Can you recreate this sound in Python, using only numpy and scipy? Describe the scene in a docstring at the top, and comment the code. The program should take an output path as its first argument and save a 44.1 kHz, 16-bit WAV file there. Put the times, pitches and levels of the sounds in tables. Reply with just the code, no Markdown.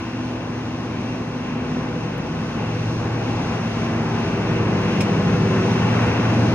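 """A big six-cylinder diesel idles in a steel-walled bay, heard from a phone carried up close to it.
Firing, cooling-fan and hydraulic-pump tones swell and sink as the two microphones cross the bay's
standing waves. Under them is a roar of valves, injectors and air that partly repeats each engine cycle.
On the way in something ticks near the phone; later a metal step is knocked and rattles briefly."""
import sys
import numpy as np
from scipy import signal
from scipy.fft import rfft, irfft
from scipy.io import wavfile
from scipy.ndimage import uniform_filter1d

SR = 44100
rng = np.random.default_rng(int(sys.argv[2]) if len(sys.argv) > 2 else 0)


def unload_wav(signal):
    """Save mono or channel-first audio to the path in sys.argv[1] as 16-bit WAV at rate SR, clipped to [-1, 1]."""
    wavfile.write(
        sys.argv[1],
        SR,
        np.round(np.clip(np.atleast_2d(signal).T, -1, 1) * 32767).astype(np.int16),
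    )


N = 288414

# gain on the way up to the machine: t/s, level/dB
APPROACH_GAIN = [(0, 0), (1.8, 1), (3, 3.5), (4.2, 5.5), (5.4, 8), (6, 9), (6.54, 9)]
# the step strikes its frame: t/s, level/dB, softness/(dB per octave)
STEP_CONTACTS = [(5.0052, 0, 2), (5.0089, -2, 0), (5.0145, -11, 0), (5.0195, -4, 8), (5.030, -11, 5),
                 (5.0355, -10, 7)]
# modes of the step: f/Hz, relative level/dB, t60/s
STEP_RESONANCES = [(2250, 0, .02), (2480, 0, .03), (2680, -4, .03), (3250, -5, .015), (3900, -6, .015),
                   (4700, -10, .025), (5400, -1, .03), (6700, -11, .025), (8600, -8, .045),
                   (10100, -22, .025)]
# mid colour of the roar as the phone records it, almost empty from 8.8 to 12 kHz,
# with a faint hiss near 14 kHz: f/Hz, relative level/dB
MID_COLOUR = [(20, -78), (64, -49.5), (105, -39.5), (240, -40), (600, -51), (1100, -50.5), (1250, -53.5),
              (2700, -59.5), (2950, -64), (3500, -68.5), (6200, -74), (8200, -86), (8800, -113),
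              (12000, -113), (14000, -101)]
# side colour of the roar as the phone records it: f/Hz, relative level/dB
SIDE_COLOUR = [(20, -85.5), (45, -90.5), (100, -66.5), (210, -60), (480, -57.5), (1060, -56.5),
               (1700, -64.5), (2500, -56.5), (3500, -64), (6000, -71), (6500, -76.5), (10000, -78.5),
               (12500, -83), (15500, -111)]
# ringing enclosure panels and a null of the bay's air: f/Hz, width/Hz, lift/dB
PANEL_RESONANCES = [(130, 17, -6.5), (496, 38, 5.5), (659, 81, 2.5), (835, 120, 3.5), (1045, 45, 4.5),
                    (1500, 170, 3), (2707, 120, 4.5), (4740, 780, 0), (5960, 640, 5.5)]
# share of the side that follows the mid: f/Hz, in phase, a quarter cycle ahead
MIC_LINK = [(90, 0.41, -0.46), (220, 0.36, -0.64), (330, -0.11, -0.34), (460, -0.00013, 0.06),
            (790, 0.53, 0.04), (1330, 0.38, 0.33), (1910, 0.13, 0.78), (3500, -0.074, 0.38),
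            (4500, 0.064, 0.2), (5000, -0.045, -0.2), (5500, -.2, 0.63), (7500, -.08, 0.49),
            (9000, 0.2, 0.1)]
# shares of the roar's power that repeat: f/Hz, each cycle, each third of a cycle
REPEAT_SHARES = [(60, 0.19, 0), (300, 0.2, 0.11), (1030, 0.41, 0.02), (2340, 0.1, 0.09), (2620, 0.04, 0.6),
                 (2900, 0.03, 0.08), (6000, 0.06, 0)]
# loud spots of the standing waves: t/s, f/Hz, rms level/dB before the approach gain, spread/s
LOUD_SPOTS = [(0, 325.8, -41.5, 0.61), (.12, 250.7, -34, 0.78), (1.1, 250.4, -44, 0.65),
              (.5, 116.2, -36.5, 0.25), (.9, 102, -41, 0.26), (1.64, 250, -36.5, 0.18),
              (1.64, 232, -41, 0.18), (1.71, 149.2, -35.5, 0.36), (1.93, 484.7, -45.5, 0.33),
              (2.21, 161.9, -40.5, 0.94), (2.21, 173.8, -44.5, 0.52), (1.0, 49.6, -60, .6),
              (2.8, 50.4, -53.5, 1.3), (2.45, 232, -46, 0.1), (2.82, 483, -45, 0.14),
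              (3.01, 326.7, -46.5, 0.18), (3.25, 115.5, -38, 1.08), (3.3, 809, -46, 0.087),
              (3.31, 100, -45, .57), (3.74, 246, -49.5, 0.13), (3.98, 231.2, -36, 0.2),
              (3.98, 377, -48.5, 0.4), (4.06, 161, -46, 0.09), (4.32, 150, -43, .17), (4.35, 402, -42, .35),
              (4.7, 408.7, -49.5, 0.55), (5, 504.5, -51.5, 0.38), (5.2, 33.4, -71, .4),
              (4.51, 324.7, -44.5, 0.32), (4.71, 375.3, -42.5, 0.2), (5.25, 488.2, -41.5, .33),
              (5.15, 201.1, -36.5, 0.33), (5.17, 150.3, -40, 0.3), (5.2, 174.1, -36, 0.64),
              (5.38, 162.4, -40, .52), (5.3, 406.6, -45, 0.44), (5.8, 91.8, -48.5, .8),
              (5.5, 100.5, -43, 0.97), (5.61, 374.1, -36, 0.16), (5.7, 251, -49.5, 0.23),
              (5.9, 202.5, -52, 0.1), (6.46, 116.5, -32.5, 0.56)]

# orders of each source, and their mid rms level/dB from afar, between loud spots
ENGINE_ORDERS = (4, 6, 9, 12, 18, 21, 24, 30, 36, 45, 48, 49, 60)
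ENGINE_DB = (-75, -60.5, -56.5, -53, -46.5, -60, -45.5, -49, -52.5, -49.5, -57.5, -60.5, -56.5)
FAN_ORDERS, FAN_DB = (3, 4, 5, 9, 10), (-58, -53.5, -39, -49, -42)
PUMP_ORDERS, PUMP_DB = (1, 2, 3, 5), (-46, -46.5, -58.5, -55)
CYCLE_HZ, FAN_SHAFT_HZ, PUMP_PISTON_HZ = 8.3555, 23.144, 162.1
ROAR_LOW_DB, ROAR_BRIGHT_DB = -30.5, -37  # from afar
TIME_S, BIN_HZ = np.arange(N) / SR, np.fft.rfftfreq(N, 1 / SR)


def undb(db):
    """Gain of a level in dB."""
    return 10 ** (np.asarray(db) / 20)


def per_bin(table, column=1):
    """A table column at every spectrum bin, interpolated over log frequency."""
    rows = np.array(table)
    return np.interp(np.log(BIN_HZ + 1), np.log(rows[:, 0]), rows[:, column])


def drift(rate_hz):
    """Random levels held for 1 / rate_hz s and smoothed twice; spread near 1."""
    hold = int(SR / rate_hz)
    steps = np.repeat(rng.standard_normal(N // hold + 1), hold)
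    return 1.327 * uniform_filter1d(uniform_filter1d(steps, hold), hold)[:N]


def decay(start_s, t60):
    """Silent until start_s, then falling 60 dB every t60 s."""
    age = TIME_S - start_s
    return (age > 0) * np.exp(-np.log(1000) * np.maximum(age, 0) / t60)


def filtered(x, order, edges_hz, kind):
    """Butterworth filter."""
    return signal.sosfilt(signal.butter(order, edges_hz, kind, fs=SR, output="sos"), x)


def near_tick():
    """A thin bright tick close to the phone, alike at both microphones."""
    hiss = filtered(rng.standard_normal(N), 1, 6000, "high")
    return undb(-34) * decay(start_s=2.1809, t60=.002) * hiss


def step_rattle():
    """Left and right: each contact with the frame rings the metal step unevenly under a gritty rasp."""
    mic_lead_s = np.array([[0], [5.5e-5]])  # puts the top modes in opposite phase
    lowest_hz = STEP_RESONANCES[0][0]
    grit = rng.standard_normal((2, N))
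    ring = rasp = 0
    for start_s, strength_db, softness in STEP_CONTACTS:
        age = TIME_S - start_s
        blow = undb(strength_db) * np.clip(age / .002, 0, 1)  # builds over 2 ms
        rasp += blow * decay(start_s, t60=.035)
        for hz, db, t60 in STEP_RESONANCES:
            gain = undb(db + 1.7 * rng.standard_normal() - softness * np.log2(hz / lowest_hz))
            ring += blow * gain * decay(start_s, t60) * np.sin(2 * np.pi * hz * (age + mic_lead_s))
    mid = filtered(rasp * grit[0], 10, [2000, 8000], "band")
    mid += undb(-14) * filtered(rasp * grit[0], 10, 12500, "high")
    side = filtered(rasp * grit[1], 2, [2000, 9000], "band")
    return undb(-21.5) * ring + undb(-28.5) * np.array([mid + side, mid - side])


def approach_db():
    """The level rises as the distance to the machine closes."""
    return np.interp(TIME_S, *np.transpose(APPROACH_GAIN))


def roar_colour():
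    """The roar's colour as the phone records it: mid gain, side gain and their complex link, per bin."""
    lift_db = sum(db / (1 + (2 * (BIN_HZ - hz) / width) ** 2) for hz, width, db in PANEL_RESONANCES)
    mid_gain = undb(per_bin(MID_COLOUR) + lift_db)
    side_gain = undb(per_bin(SIDE_COLOUR) + lift_db)
    link = per_bin(MIC_LINK) + 1j * per_bin(MIC_LINK, column=2)
    return mid_gain, side_gain, link / np.maximum(abs(link), 1)


def standing_wave(tone_hz, between_db):
    """A tone's rms along the way in: a steady part plus a swell at each loud spot the phone crosses."""
    swells = sum(undb(db) * np.exp(-.5 * ((TIME_S - at_s) / spread_s) ** 2)
                 for at_s, hz, db, spread_s in LOUD_SPOTS if abs(hz / tone_hz - 1) < .008)
    return (undb(between_db) + swells) * undb(approach_db())


def repeating_noise(hz, memory):
    """Flat noise in which each period keeps a share of the one before."""
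    period, settling = round(SR / hz), 60
    fresh = rng.standard_normal((settling + N // period + 1, period))
    periods = signal.lfilter([np.sqrt(1 - memory ** 2)], [1, -memory], fresh, axis=0)
    return periods[settling:].ravel()[:N]


def clatter_spectrum():
    """Flat noise: valves repeat each cycle, injector knock thrice a cycle, air and echoes never."""
    valve_share = np.clip(per_bin(REPEAT_SHARES), 0, 1)
    knock_share = np.clip(per_bin(REPEAT_SHARES, column=2), 0, 1 - valve_share)
    knock = np.sqrt(knock_share) * rfft(repeating_noise(3 * CYCLE_HZ, memory=.938))
    valves = np.sqrt(valve_share) * rfft(repeating_noise(CYCLE_HZ, memory=.905))
    air = np.sqrt(1 - valve_share - knock_share) * rfft(rng.standard_normal(N))
    return valves + knock + air


def engine_roar():
    """Mid and side clatter in the bay; five bands grow as the phone nears, each flickering alone."""
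    mid_gain, side_gain, link = roar_colour()
    direct = clatter_spectrum()
    unlinked = np.sqrt(1 - abs(link) ** 2) * clatter_spectrum()
    spectra = np.array([mid_gain * direct, side_gain * (link * direct + unlinked)])
    lowpasses = [1 / (1 + (BIN_HZ / edge_hz) ** order)
                 for edge_hz, order in ((550, 4), (1200, 8), (2300, 12), (3200, 12))]
    band_masks = np.diff(lowpasses, axis=0, prepend=0, append=1)
    low, *uppers = irfft(spectra * band_masks[:, None], N)
    low_rise_db, *upper_rises_db = (share * approach_db() for share in (.97, .94, 1, .94, .91))
    bright = sum(band * undb(rise_db + flicker_db * drift(9))
                 for band, rise_db, flicker_db in zip(uppers, upper_rises_db, (.9, .9, 1.6, .7)))
    bright *= undb(ROAR_BRIGHT_DB) / np.std(sum(uppers)[0])
    low *= undb(ROAR_LOW_DB + low_rise_db + .91 * drift(7.3)) / np.std(low[0])
    return low + bright


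def shaft_tones(base_hz, orders, levels_db, waver, flutter_db):
    """Mid and side orders of one shaft whose speed wavers; each order flutters alone."""
    mid_gain, side_gain, link = roar_colour()
    side_ratio = side_gain / mid_gain * link * undb(3)
    phase = 2 * np.pi * np.cumsum(base_hz * (1 + waver * drift(2))) / SR
    pair = 0
    for order, db in zip(orders, levels_db):
        hz = order * base_hz
        amplitude = np.sqrt(2) * standing_wave(hz, db) * undb(flutter_db * drift(6))
        tone = amplitude * np.exp(1j * (order * phase + 2 * np.pi * rng.random()))
        pair += np.real([tone, tone * side_ratio[int(hz * N / SR)]])
    return pair


def diesel_hum():
    """Mid and side tones of the firing cylinders, the cooling fan and the hydraulic pump's pistons."""
    firing = shaft_tones(CYCLE_HZ, ENGINE_ORDERS, ENGINE_DB, waver=.0004, flutter_db=.94)
    fan = shaft_tones(FAN_SHAFT_HZ, FAN_ORDERS, FAN_DB, waver=.00199, flutter_db=1.7)
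    pump = shaft_tones(PUMP_PISTON_HZ, PUMP_ORDERS, PUMP_DB, waver=.00117, flutter_db=.64)
    return firing + fan + pump


def scene():
    """The machine, the step and the tick in the left and right channels."""
    mid, side = engine_roar() + diesel_hum()
    return np.array([mid + side, mid - side]) + step_rattle() + near_tick()


def record(dry):
    """The phone cuts off steeply above 15.4 kHz."""
    return signal.sosfilt(signal.ellip(10, .2, 80, 15400, fs=SR, output="sos"), dry)


dry = scene()
out = record(dry)
unload_wav(out)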